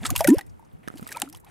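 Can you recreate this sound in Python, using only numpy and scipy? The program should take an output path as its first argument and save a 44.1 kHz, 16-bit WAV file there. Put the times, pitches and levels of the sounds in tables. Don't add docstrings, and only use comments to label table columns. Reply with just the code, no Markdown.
import sys
import numpy as np
from scipy import signal
from scipy.io import wavfile
from scipy.ndimage import uniform_filter1d

SR = 44100
rng = np.random.default_rng(int(sys.argv[2]) if len(sys.argv) > 2 else 0)


def master(y):
    cut = np.clip(np.atleast_2d(y).T, -1, 1)
    pcm = np.round(cut * 32767)
    wavfile.write(sys.argv[1], SR, pcm.astype(np.int16))


N = 66150
TIME = np.arange(N) / SR

# centre t/s, peak level/dB, half length/s
WIND_PUFFS = [(-0.004, -32.5, 0.028), (0.105, -28.5, 0.026), (0.126, -21.5, 0.006), (0.192, -28, 0.023),
              (0.274, -34, 0.025), (0.373, -19.5, 0.0052), (0.505, -42, 0.044), (0.748, -38.5, 0.0092),
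              (0.994, -46.5, 0.045), (1.362, -42.5, 0.011)]
# f/Hz, relative spectral density/dB
AIR_SPECTRUM = [(25, -9.5), (80, -1), (170, -3.5), (330, -12), (600, -20.5), (950, -19.5), (2400, -34.5),
                (4000, -49.5), (9000, -40.5), (16000, -46)]
# f/Hz, side over mid/dB
AIR_SPREAD = [(50, 3.5), (180, 0.5), (400, 11.5), (10000, 2)]
# t/s, level/dB
SPRAY_LEVEL = [(0, -59), (.035, -41.5), (.08, -49), (.125, -51), (.19, -50), (.225, -52.5), (.295, -50),
               (.33, -48.5), (.39, -51.5), (.44, -70), (.82, -70.5), (.93, -60), (.98, -62.5),
               (1.04, -55.5), (1.1, -50.5), (1.24, -52), (1.31, -72), (1.36, -61), (1.42, -78), (1.5, -58)]
# f/Hz, relative level/dB
PINHOLE_SPECTRUM = [(600, 7), (1200, -3.5), (2200, 2), (4000, -4.5), (6500, -4.5), (9500, 3), (15000, -8)]
# f/Hz, gain/dB, t60/s
CRATER_RESONANCES = [(760, -7.5, 0.046), (938, -21.5, .12), (1214, -14.5, .1), (1910, -21, .09)]
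# t/s, f/Hz at the peak, rise/(octaves per s), peak level/dB, swell/s, t60/s
CAVITIES = [(.002, 252.4, 23.5, -32, 0.043, 0.074), (0.0523, 1286, 9, -25.5, 0.0021, 0.048),
            (0.0489, 1894, 3.5, -38, 0.014, 0.027), (0.094, 1140, 43.5, -25.5, 0.0039, 0.018),
            (.102, 721, -2, -40, 0.01, 0.089), (0.108, 278.6, 27.5, -27, 0.015, 0.048),
            (0.135, 483, 42, -38, 0.0034, 0.053), (0.1539, 980, 0, -28, 0.0015, 0.059),
            (.2062, 638, 5.5, -14.5, 0.0026, 0.081), (.2062, 802, 3, -17.5, .0008, 0.05),
            (0.2064, 918, 1.5, -21.5, 0.00054, 0.05), (.244, 553.6, 7, -15, 0.0069, 0.069),
            (0.2445, 1944, -4.5, -22, 0.0066, 0.026), (0.2429, 2237, -6, -19, 0.0029, 0.0092),
            (.262, 767, 2, -32, 0.018, 0.052), (0.273, 1492, -11, -18, 0.0037, 0.021),
            (.282, 900, 11, -26.5, .004, .05), (0.281, 317, 29.5, -3.5, 0.0086, 0.035),
            (.285, 1807, -0.5, -27, 0.009, 0.047), (.383, 833, -4, -28.5, .003, 0.052),
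            (0.41, 1900, 4.5, -32.5, 0.00056, 0.03), (0.594, 913, -3, -46, 0.0023, 0.05),
            (0.626, 900, 3, -48.5, 0.0015, 0.054), (.755, 188.3, 11, -48.5, 0.043, 0.042),
            (0.931, 301, 23.5, -37, 0.03, 0.034), (1.019, 197.4, 29, -30, 0.0063, 0.051),
            (1.109, 1748, 21, -41, 0.0081, 0.048), (1.143, 1293, 2.5, -39.5, 0.011, 0.13),
            (1.149, 550, 24, -40.5, 0.01, 0.033), (1.147, 2420, 20, -32.5, 0.0029, 0.016),
            (1.1636, 952, 12, -24.5, 0.0084, 0.016), (1.18, 2270, 5, -38, 0.0017, .018),
            (1.2184, 797, 7, -26, 0.0054, 0.034), (1.225, 298, 68, -29.5, 0.012, 0.025),
            (1.244, 277, 5.5, -39.5, 0.034, 0.16), (1.275, 1320, 7.5, -40.5, .002, 0.017),
            (1.333, 954, 52, -46.5, 0.012, 0.03), (1.436, 925, 27, -50.5, 0.0057, 0.048)]
# t/s, pocket level/dB, pocket f/Hz, treble/dB, top/dB, t60/s
SKIN_TEARS = [(0.0503, -30, 1850, -33, -59, 0.025), (0.0544, -26, 3580, -30, -49, 0.03),
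              (0.0633, -27.5, 7690, -27, -50, 0.045), (0.0905, -72, 10600, -56, -43, 0.039),
              (0.103, -28, 6800, -31.5, -26.5, 0.03), (0.1528, -38, 2630, -39.5, -48, 0.075),
              (0.1612, -24, 2716, -25, -22.5, 0.025), (0.1773, -51, 5440, -36, -29.5, 0.043),
              (0.19, -45.5, 1700, -37.5, -34, 0.11), (0.201, -38, 3070, -49, -44, 0.072),
              (0.2067, -26, 5360, -33, -26.5, 0.018), (0.2443, -25.5, 1750, -27.5, -28.5, .022),
              (.271, -30.5, 2700, -60, -46, 0.05), (0.2735, -26, 6370, -26, -19, 0.028),
              (.2872, -41.5, 2600, -31.5, -29, 0.058), (0.303, -27.5, 7210, -52, -40, 0.012),
              (.334, -58, 5450, -68, -46, 0.025), (0.342, -48, 5200, -68, -42, 0.034),
              (0.357, -49.5, 4870, -95, -59, 0.024), (.370, -49, 3050, -65, -79, 0.017),
              (0.383, -32.5, 5150, -60, -34.5, 0.022), (0.39, -35, 1680, -57, -44, 0.027),
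              (0.4097, -47.5, 3960, -50, -50, 0.023), (.83, -62.5, 2010, -86, -73, 0.43),
              (0.876, -38, 1525, -50.5, -51, 0.011), (.882, -46.5, 1760, -44, -47.5, 0.014),
              (0.9557, -64.5, 4560, -68, -58.5, 0.09), (0.972, -52, 3240, -51.5, -66, 0.029),
              (0.9793, -53.5, 4440, -54, -52, 0.068), (1.028, -57, 2200, -58, -52.5, 0.021),
              (1.0743, -50, 3420, -45.5, -40.5, 0.028), (1.0888, -44.5, 2000, -58, -44, 0.023),
              (1.1055, -59, 9800, -55, -48, 0.055), (1.1172, -38.5, 1710, -38, -59, 0.026),
              (1.1242, -39.5, 2290, -35.5, -37.5, 0.027), (1.1603, -40.5, 2180, -72, -46, 0.036),
              (1.170, -44, 3600, -39, -41.5, 0.017), (1.1996, -54, 6800, -42, -35.5, 0.01),
              (1.2182, -18.5, 8340, -32, -27, 0.0092), (1.2195, -31, 3030, -32.5, -44, 0.021),
              (1.289, -60, 6600, -55, -52, 0.022), (1.298, -54, 7500, -54.5, -47, 0.016),
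              (1.3266, -47, 5400, -53, -48, 0.031), (1.348, -49, 3320, -47, -67, 0.015),
              (1.358, -54.5, 5500, -62.5, -58, 0.053), (1.3704, -60, 3760, -72.5, -50.5, 0.033),
              (1.446, -67, 3900, -59, -56, 0.026), (1.466, -56, 860, -87.5, -79.5, 0.22)]
# low f/Hz, high f/Hz
TEAR_BANDS = [(3600, 10100), (8500, 13160)]
# t/s, level/dB, centre f/Hz
FLECK_LANDINGS = [(.238, -34.5, 10940), (.464, -55, 10000), (.496, -57, 6000), (.594, -61.5, 11000),
                  (.648, -62.5, 6500), (.729, -64.5, 12200), (1.009, -50, 11000), (1.044, -53, 5000),
                  (1.399, -54, 10000)]
# t/s, f/Hz, level/dB
GULP_GLIDE = [(.262, 129.3, -29.5), (.283, 169.6, -30.5), (.298, 213.3, -12), (.31, 245.6, -9),
              (.321, 283.6, -5.5), (.333, 309.5, -7.5), (.341, 361, -13.5), (.351, 538, -26),
              (.361, 585, -34.5), (.372, 690, -57)]
# t/s, thud level/dB, ring level/dB
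HOUSING_TAPS = [(0.8766, -14.5, -29), (0.884, -43, -18.5), (0.902, -23, -26), (0.94, -22.5, -35.5),
                (0.996, -21, -30.5), (1.0272, -23.5, -27.5), (1.0676, -42, -23)]


def from_db(db):
    return 10 ** (np.asarray(db) / 20)


def unit_rms(x):
    return x / np.sqrt(np.mean(x ** 2) + 1e-20)


def in_time(rows):
    times, *columns = np.transpose(rows)
    return [np.interp(TIME, times, column) for column in columns]


def at_hz(points, hz):
    freqs, db = np.transpose(points)
    return np.interp(np.log(hz), np.log(freqs), db)


def band(x, low_hz, high_hz, order=2):
    edges = [low_hz, min(high_hz, SR / 2 - 1000)]
    return signal.sosfilt(signal.butter(order, edges, "band", fs=SR, output="sos"), x)


def add(out, start, sound):
    i = max(int(start * SR), 0)
    out[i:i + len(sound)] += sound[:N - i]


def tone(hz):
    return np.sin(2 * np.pi * np.cumsum(hz) / SR)


def decay(t, t60):
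    return np.exp(-np.log(1000) * t / max(t60, 1e-3))


def stereo(mid, side):
    return mid + side * [[1], [-1]]


def wind_puffs():
    power = sum((from_db(db) * np.exp(-.5 * ((TIME - centre) / half_length) ** 2)) ** 2
                for centre, db, half_length in WIND_PUFFS)
    eddies = signal.hilbert(band(rng.standard_normal((2, N)), low_hz=54.6, high_hz=122))
    running_rms = np.sqrt(uniform_filter1d(np.abs(eddies) ** 2, size=SR // 50) / 2)
    mid, side = eddies.real / running_rms
    return np.sqrt(power) * stereo(from_db(-16) * mid, side)


def outdoor_air(mid_db=-59):
    out, edges_hz = 0, np.geomspace(22, 17000, 20)
    for low, high in zip(edges_hz, edges_hz[1:]):
        hz = np.sqrt(low * high)
        mid, side = band(rng.standard_normal((2, N)), low, high)
        width = from_db(at_hz(AIR_SPREAD, hz))
        out = out + from_db(at_hz(AIR_SPECTRUM, hz)) * stereo(mid, width * side)
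    return from_db(mid_db) * out / np.std(out.mean(axis=0))


def spray(pops_per_s=6500, spread_db=3, t60_cycles=21):
    chance, pitch_draw, polarity = rng.random((3, N))
    strength = from_db(spread_db * rng.exponential(1, N))
    pops = (chance < pops_per_s / SR) * np.sign(polarity - .5) * strength
    out, pitches_hz = np.zeros(N), np.geomspace(627, 14100, 48)
    pitch_index = (np.sqrt(pitch_draw) * len(pitches_hz)).astype(int)
    for k, hz in enumerate(pitches_hz):
        radius, angle = decay(1 / SR, t60_cycles / hz), 2 * np.pi * hz / SR
        resonator = [1, -2 * radius * np.cos(angle), radius ** 2]
        rings = signal.lfilter([0, np.sin(angle)], resonator, pops * (pitch_index == k) + 1e-18)
        out += from_db(at_hz(PINHOLE_SPECTRUM, hz)) * rings
    return from_db(in_time(SPRAY_LEVEL)[0]) * unit_rms(out)


def slosh(below_spray_db=4.5):
    churn = unit_rms(band(rng.standard_normal(N), low_hz=152, high_hz=600))
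    return from_db(in_time(SPRAY_LEVEL)[0] - below_spray_db) * churn


def crater(mud, mid_db=-25.5, side_db=-24):
    t = TIME[:SR // 8]
    walls = rng.standard_normal((2, len(t))) * decay(t, t60=.26) * (t > .002)
    responses = [band(wall, 375, 16000) / np.linalg.norm(wall) for wall in walls]
    mid, side = [signal.fftconvolve(mud, response)[:N] for response in responses]
    hollow = np.zeros(N)
    for hz, db, t60 in CRATER_RESONANCES:
        q = np.pi * hz * t60 / np.log(1000)
        hollow += from_db(db) * signal.lfilter(*signal.iirpeak(hz, q, fs=SR), mud)
    return hollow + stereo(from_db(mid_db) * mid, from_db(side_db) * side)


def plops():
    out, t = np.zeros(N), TIME[:SR // 5]
    for start, hz, rise, db, swell, t60 in CAVITIES:
        octaves = np.clip(rise * (t - swell), -2, 1)
        envelope = np.minimum(t / swell, 1) * decay(np.maximum(t - swell, 0), t60)
        add(out, start, from_db(db) * envelope * tone(hz * 2 ** octaves))
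    return out


def snaps(attack_s=.0007, onset_s=.0029, spike_db=1.5, pocket_edge_ratio=1.12, rise_oct_per_s=12):
    out, t = np.zeros(N), TIME[:SR // 10]
    body_low_hz, body_high_hz = 695, 3240
    attack = np.minimum(t / attack_s, 1)
    crack = from_db(6) * decay(t, t60=.0013)
    for start, pocket_db, pocket_hz, treble_db, top_db, t60 in SKIN_TEARS:
        tear = attack * (decay(t, t60) + crack) * rng.standard_normal((4, len(t)))
        tear *= from_db(-spike_db * rng.standard_normal(len(t)))
        pocket = band(tear[0], pocket_hz / pocket_edge_ratio, pocket_hz * pocket_edge_ratio)
        body = band(tear[1], body_low_hz, body_high_hz, order=3)
        treble, top = band(tear[2], *TEAR_BANDS[0]), band(tear[3], *TEAR_BANDS[1])
        body_db = pocket_db - 3 - 3.5 * max(np.log2(pocket_hz / body_high_hz), 0)
        for burst, db in [(pocket, pocket_db - 3.5), (body, body_db), (treble, treble_db), (top, top_db)]:
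            onset_rms = np.std(burst[:int(onset_s * SR)])
            add(out, start, from_db(db) * burst / onset_rms)
        ring = attack * decay(t, min(t60, .015)) * tone(pocket_hz * 2 ** (rise_oct_per_s * t))
        add(out, start, from_db(pocket_db + .5) * ring)
    return out


def flecks(attack_s=.001):
    out, t = np.zeros(N), TIME[:SR // 20]
    envelope = np.minimum(t / attack_s, 1) * decay(t, t60=.045)
    for start, db, hz in FLECK_LANDINGS:
        tick = band(rng.standard_normal(len(t)), hz / np.sqrt(2), hz * np.sqrt(2))
        add(out, start, from_db(db) * envelope * unit_rms(tick))
    return out


def gulp(overtone_hz=811, overtone_rise_hz_per_s=2900, overtone_db=-31):
    hz, db = in_time(GULP_GLIDE)
    start, end = GULP_GLIDE[0][0], GULP_GLIDE[-1][0]
    overtone = from_db(overtone_db) * tone(overtone_hz + overtone_rise_hz_per_s * (TIME - start))
    return from_db(db) * (tone(hz) + overtone) * (TIME > start) * (TIME < end)


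def housing_taps(thud_hz=196, ring_hz=1310, attack_s=.0005, t60=.013):
    thuds, rings, t = np.zeros(N), np.zeros(N), TIME[:SR // 10]
    thud = np.minimum(t / attack_s, 1) * decay(t, t60) * np.cos(2 * np.pi * thud_hz * t)
    ring = decay(t, t60) * np.sin(2 * np.pi * ring_hz * t)
    for start, thud_db, ring_db in HOUSING_TAPS:
        add(thuds, start, from_db(thud_db) * thud)
        add(rings, start, from_db(ring_db) * ring)
    return thuds * [[-.26], [1]] + rings * [[-.6], [.93]]


def scene():
    mud = gulp() + plops() + snaps() + flecks() + spray()
    return mud + crater(mud) + housing_taps() + wind_puffs() + outdoor_air() + slosh()


def record(dry):
    cutoff_hz = 15950
    return signal.sosfiltfilt(signal.butter(20, cutoff_hz, fs=SR, output="sos"), dry)


dry = scene()
out = record(dry)
master(out)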